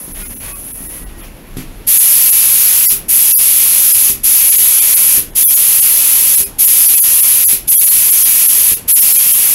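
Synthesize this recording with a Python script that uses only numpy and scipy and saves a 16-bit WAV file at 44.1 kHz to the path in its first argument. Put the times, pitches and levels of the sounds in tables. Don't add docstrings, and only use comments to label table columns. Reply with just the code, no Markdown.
import sys
import numpy as np
from scipy import signal
from scipy.fft import rfft, irfft
from scipy.io import wavfile
from scipy.ndimage import uniform_filter1d

SR = 44100
rng = np.random.default_rng(int(sys.argv[2]) if len(sys.argv) > 2 else 0)


def transcribe(signal):
    frames = np.atleast_2d(signal).T
    limited = np.clip(frames, -1, 1)
    pcm = np.round(limited * 32767).astype(np.int16)
    wavfile.write(sys.argv[1], SR, pcm)


def boost(x):
    u = np.asarray(x, float) / 20
    return 10 ** u


N = 420713

# start t/s, end t/s, level/dB
SEEPS = [(0, 0.973, -42.5), (1.18, 1.19, -53)]
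# f/Hz, relative level/dB per Hz
SEEP_COLOUR = [(3000, -17.5), (7000, 5), (8600, -24), (9700, 5), (10500, 2), (11500, -7), (13000, -12),
               (15500, 4.5)]
# f/Hz, relative level/dB per Hz
ROOM_COLOUR = [(25, 4.5), (36, 3.5), (60, -7.5), (92, -9.5), (170, -13.5), (260, -12), (500, -20),
               (1200, -26.5), (2500, -30), (5000, -39), (8000, -46), (12000, -46.5), (15500, -48)]
# t/s, peak level/dB
RUMBLES = [(.02, -42), (.2, -37), (.48, -38), (.82, -43), (1.09, -32), (1.3, -42), (1.59, -38), (1.76, -39)]
# peak t/s, peak level/dB, rough length/s
SCUFFS = [(0.214, -42, 0.19), (0.323, -49, 0.1), (0.466, -40, 0.18), (0.703, -57, 0.12), (.83, -61, .1),
          (.96, -49, 0.15), (1.24, -46.5, 0.11), (1.608, -43, 0.079)]
# f/Hz, relative level/dB per Hz
SCUFF_COLOUR = [(300, 13), (1000, 6), (2500, 11.5), (4000, 3), (6500, 1), (10000, -21), (15000, 2)]
# t/s, nominal level/dB
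KNOCKS = [(0.08, -36), (.2, -33.5), (0.806, -34), (1.017, -36), (1.569, -21.5)]
# f/Hz, relative level/dB, time to fall by 60 dB/s
KNOCK_MODES = [(103, -24, 0.25), (144.4, 4.5, 0.32), (189, 6, 0.26), (258, 5, 0.26), (313, -2, 0.51),
               (374, -4, 0.24), (440, -11, 0.26), (730, -15, .1), (1250, -9, .08)]
# start t/s, end t/s, lowest f/Hz, level/dB
WHISTLES = [(0.187, 0.313, 1430, -49.5), (0.194, .27, 2130, -48), (0.417, .62, 1117, -53),
            (.44, .58, 2534, -53), (.77, 1.22, 1864, -55)]
# t/s, nominal settled jet level/dB, level change as the gun swings along the part/dB per s
PULLS = [(1.865, -18.5, -.5), (3.08, -19, 0), (4.23, -18.5, -0.5), (5.347, -19, 0), (6.581, -18, -1.5),
         (7.671, -19, 0), (8.874, -18, -3.5)]
# t/s, nominal thump level/dB
RELEASES = [(2.92, -24), (4.096, -21.5), (5.175, -22), (6.401, -24.5), (7.528, -23.5), (8.715, -22)]
# f/Hz, relative level/dB per Hz
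JET_COLOUR = [(150, -39), (350, -17.5), (490, -5), (650, -9.5), (1000, -5.5), (1700, -6), (2600, 2.5),
              (4000, -1.5), (6300, 1), (8000, -2.5), (10000, -1), (12000, -1.5), (13500, 2), (16000, 1)]
# f/Hz, relative level/dB, time to fall by 60 dB/s
GUN_MODES = [(70, -1, 0.22), (133, -2.5, 0.22), (210, -0.5, 0.11), (254, 3, 0.097), (324, -2, .1),
             (395, -0.5, 0.245), (473, -10, 0.36)]
# centre t/s, number of frames
THINNINGS = [(.135, 1), (.242, 1), (.284, 1), (.35, 1), (.39, 1), (.541, 1), (.731, 1), (.881, 1),
             (1.052, 1), (1.223, 1), (1.991, 1), (2.312, 1), (2.879, 2), (3.355, 3), (3.933, 1), (4.508, 1),
             (4.573, 1), (4.808, 1), (4.956, 1), (5.318, 1), (5.467, 3), (5.554, 1), (5.811, 1), (6.365, 1),
             (6.452, 1), (6.664, 1), (6.876, 1), (6.962, 1), (7.015, 2), (7.219, 1), (7.464, 2), (7.705, 1),
             (7.779, 3), (7.857, 1), (7.901, 1), (8.114, 1), (8.242, 1), (8.478, 1), (8.755, 1), (8.941, 2),
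             (9.009, 1), (9.137, 1), (9.179, 1), (9.33, 1)]

SEEP_DIES_DB_PER_S = 138
SEEP_EDGE_HZ, SEEP_BELOW_EDGE_DB = 9000, -4.5
ROOM_TONE_DB = -38
RUMBLE_DB, RUMBLE_WAVERS_DB, RUMBLE_SWELL_S = -45, 1, 0.075
JOLT_DB, JOLT_AFTER_S = -52, 0.092
SHUFFLE_DB = -56
WHISTLE_EDGE_S, WHISTLE_ARCH_PER_S = 0.03, 0.09
VALVE_OPENS_S, VALVE_SHUTS_S = 0.0083, 0.014
SURGE_DB, SURGE_S = 1, 0.2
SURGE_TILT_DB_PER_OCT, SETTLED_TILT_DB_PER_OCT = 1.03, 1.04
TREBLE_T60_S, MIDDLE_T60_S, WALL_CUT_HZ = 0.18, 0.34, 2700
ECHO_DB, STEP_S = -6.5, 0.15
PORT_HZ, PORT_WIDTH_HZ, PORT_DB = 11168, 884, 19
CUTOFF_HZ = 15750
BRIEF_LEAVES_DB, LONG_LEAVES_DB = -14.5, -24
SLOW = 40


def at_hz(points, hz):
    table_hz, values = np.array(points).T
    return np.interp(np.log(hz), np.log(table_hz), values)


def rms_one(x):
    return x / np.sqrt(np.mean(x ** 2) + 1e-20)


def lag(x, seconds):
    r = np.exp(-1 / (max(seconds, 1e-4) * SR))
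    return signal.lfilter([1 - r], [1, -r], x + 1e-18)


def drift(rate_hz):
    r = np.exp(-2 * np.pi * rate_hz * SLOW / SR)
    white = rng.standard_normal(N // SLOW + 2002)
    return rms_one(signal.lfilter([1], [1, -2 * r, r * r], white)[2000:])


def stretched(slow):
    return np.interp(np.arange(N) / SLOW, np.arange(len(slow)), slow)


def swells(rows):
    t = np.arange(N // SLOW + 2) * SLOW / SR
    power = sum(boost(2 * db) * np.exp(-((t - s) / spread) ** 2) for s, db, spread in rows)
    return stretched(np.sqrt(power))


def bands(spectrum, patchy_db, low_hz=22):
    edges = 18000 * 2 ** (np.arange(-30, 1) / 3)
    edges = edges[edges > low_hz]
    centres = np.sqrt(edges[1:] * edges[:-1])
    power = boost(2 * at_hz(spectrum, centres)) * np.diff(edges)
    total = np.sqrt(np.sum(power) * 2 / SR)
    white = rng.standard_normal((2, N))
    together = drift(3.6)
    for k, hz in enumerate(centres):
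        sos = signal.butter(2, edges[k:k + 2], "band", fs=SR, output="sos")
        band = signal.sosfilt(sos, white[k % 2])
        flicker_db = patchy_db * (0.26 * together + drift(7.3))
        yield hz, band * stretched(boost(at_hz(spectrum, hz) + flicker_db)) / total


def struck(hits, modes, spread_db):
    at = [round(s * SR) for s, db in hits]
    hit_db = np.array(hits)[:, 1]
    out = np.zeros(N)
    chance = rng.standard_normal((len(hits), len(modes)))
    for k, (hz, level_db, t60) in enumerate(modes):
        clicks = np.full(N, 1e-18)
        clicks[at] = boost(hit_db + level_db - 11 + spread_db * chance[:, k])
        r, w = boost(-60 / (t60 * SR)), 2 * np.pi * hz / SR
        out += signal.lfilter([0, np.sin(w)], [1, -2 * r * np.cos(w), r * r], clicks)
    return out


def seep():
    t = np.arange(N) / SR
    leak = np.zeros(N)
    for start, end, db in SEEPS:
        leak += (t >= start) * boost(db - SEEP_DIES_DB_PER_S * np.clip(t - end, 0, 1))
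    hiss = sum(band for hz, band in bands(SEEP_COLOUR, patchy_db=0.6, low_hz=2000))
    duller = signal.sosfiltfilt(signal.butter(8, SEEP_EDGE_HZ, fs=SR, output="sos"), hiss)
    return leak * (hiss - duller + boost(SEEP_BELOW_EDGE_DB) * duller)


def room_tone():
    moves = RUMBLES + [(s + JOLT_AFTER_S, JOLT_DB) for s, db in RELEASES]
    rumble = boost(RUMBLE_DB + RUMBLE_WAVERS_DB * stretched(drift(3.4)))
    rumble = rumble + swells([(s, db, RUMBLE_SWELL_S) for s, db in moves])
    out = np.zeros(N)
    for hz, band in bands(ROOM_COLOUR, patchy_db=1.5):
        out += band * (rumble if hz < 65 else boost(ROOM_TONE_DB))
    return out


def scuffs():
    drag = swells([(s, db, length / 4) for s, db, length in SCUFFS])
    before_first_pass = np.arange(N) < PULLS[0][0] * SR
    drag = drag + boost(SHUFFLE_DB) * before_first_pass
    return drag * sum(band for hz, band in bands(SCUFF_COLOUR, patchy_db=0.8, low_hz=400))


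def knocks():
    burst = np.zeros(N)
    for s, db in KNOCKS:
        burst[round(s * SR)] = boost(db - 19)
    rattle = signal.lfilter([1], [1, -boost(-60 / (0.33 * SR))], burst + 1e-18)
    sos = signal.butter(1, [1800, 6000], "band", fs=SR, output="sos")
    grit = signal.sosfilt(sos, rng.standard_normal(N))
    return struck(KNOCKS, KNOCK_MODES, spread_db=2.5) + rattle * rms_one(grit)


def whistle():
    t, out = np.arange(N) / SR, np.zeros(N)
    flutter_db, waver_hz = 2.1 * stretched(drift(16)), 12 * stretched(drift(36))
    for start, end, low_hz, db in WHISTLES:
        length = end - start
        arch = np.sin(np.pi * np.clip((t - start) / length, 0, 1))
        hz = low_hz * (1 + WHISTLE_ARCH_PER_S * length * arch)
        edge = np.clip(np.minimum(t - start, end - t) / WHISTLE_EDGE_S, 0, 1)
        phase = 2 * np.pi * np.cumsum(hz + waver_hz) / SR
        out += edge * boost(db + flutter_db) * np.sin(phase)
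    return out


def garage(x):
    hop, t = round(STEP_S * SR), np.arange(round(0.3 * SR)) / SR
    fade = np.sin(np.pi * np.arange(2 * hop) / (2 * hop)) ** 2
    out = np.zeros(N + 4 * hop + len(t))
    padded = np.pad(x, (hop, 2 * hop))
    low = signal.butter(1, WALL_CUT_HZ, fs=SR, output="sos")
    for i in range(0, N + hop, hop):
        white = rng.standard_normal(len(t))
        dull = signal.sosfilt(low, white)
        echoes = (white - dull) * boost(-60 * t / TREBLE_T60_S) + dull * boost(-60 * t / MIDDLE_T60_S)
        echoes = boost(ECHO_DB) * rms_one(echoes * (t > 0.003)) / np.sqrt(len(t))
        echoes[0] = 1
        heard = signal.fftconvolve(padded[i:i + 2 * hop] * fade, echoes)
        out[i:i + len(heard)] += heard
    return out[hop:hop + N]


def jet():
    opened, since_pull = np.zeros(N), np.zeros(N)
    ends = [s + 0.0017 for s, db in RELEASES] + [N / SR]
    for (start, jet_db, change_db), end in zip(PULLS, ends):
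        first = round(start * SR)
        since_pull[first:] = np.arange(N - first) / SR
        held = slice(first, round(end * SR))
        opened[held] = boost(jet_db + change_db * since_pull[held])
    opening = lag(lag(opened, VALVE_OPENS_S), VALVE_OPENS_S)
    closing = lag(lag(opened, VALVE_SHUTS_S), VALVE_SHUTS_S) * (opened == 0)
    flow = np.maximum(opening, closing)
    surge = np.exp(-since_pull / SURGE_S)
    tilt_db = SETTLED_TILT_DB_PER_OCT + SURGE_TILT_DB_PER_OCT * surge
    noise = np.zeros(N)
    for hz, band in bands(JET_COLOUR, patchy_db=0.7, low_hz=100):
        noise += band * boost(tilt_db * np.log2(hz / 11000))
    return garage(flow * boost(SURGE_DB * surge) * noise)


def thumps():
    return struck([(s + 0.004, db) for s, db in RELEASES], GUN_MODES, spread_db=2)


def scene():
    mono = seep() + room_tone() + scuffs() + knocks() + whistle() + jet() + thumps()
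    return np.array([mono, mono])


def port_resonance(x):
    r, w = np.exp(-np.pi * PORT_WIDTH_HZ / SR), 2 * np.pi * PORT_HZ / SR
    ringing = signal.lfilter(np.array([1, 0, -1]) * (1 - r * r) / 2, [1, -2 * r * np.cos(w), r * r], x)
    return x + boost(PORT_DB) * ringing


def gain_control(x):
    level_db = 10 * np.log10(lag(x ** 2, 0.0099) + 1e-12)
    over_db = np.maximum(level_db + 21.5, 0)
    return x * boost(6 - 0.3 * over_db)


def thinned(x, stray=2.6, easier_per_khz=0.08, kept_db=-9, lift_db=4):
    hop = round(0.0213 * SR)
    fade = np.sin(np.pi * np.arange(2 * hop) / (2 * hop))
    khz = np.fft.rfftfreq(2 * hop, 1000 / SR)
    out = x.copy()
    for s, frames in THINNINGS:
        left_db = LONG_LEAVES_DB if frames > 1 else BRIEF_LEAVES_DB
        first = round(s * SR) - hop * (frames + 1) // 2
        for i in first + hop * np.arange(frames):
            partials = rfft(x[i:i + 2 * hop] * fade)
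            local = np.sqrt(uniform_filter1d(abs(partials) ** 2, size=25))
            quiet = local < boost(kept_db) * local[khz > 7].max()
            outstanding = abs(partials) > (stray - easier_per_khz * khz) * local
            near_one = uniform_filter1d(1.0 * outstanding, size=3) > 0
            gain = np.where(near_one, boost(lift_db), boost(left_db))
            out[i:i + 2 * hop] += fade * irfft(partials * quiet * (gain - 1), 2 * hop)
    return out


def band_limit(x):
    return signal.sosfilt(signal.butter(12, 16340, fs=SR, output="sos"), x)


def record(dry):
    x = gain_control(port_resonance(dry[0]))
    overloaded = np.clip(x, -1.05, 1.05)
    limited = signal.sosfilt(signal.ellip(14, 0.3, 65, CUTOFF_HZ, fs=SR, output="sos"), overloaded)
    mono = thinned(limited)
    mix = np.clip([mono, mono], -1, 1)
    return band_limit(mix)


dry = scene()
out = record(dry)
transcribe(out)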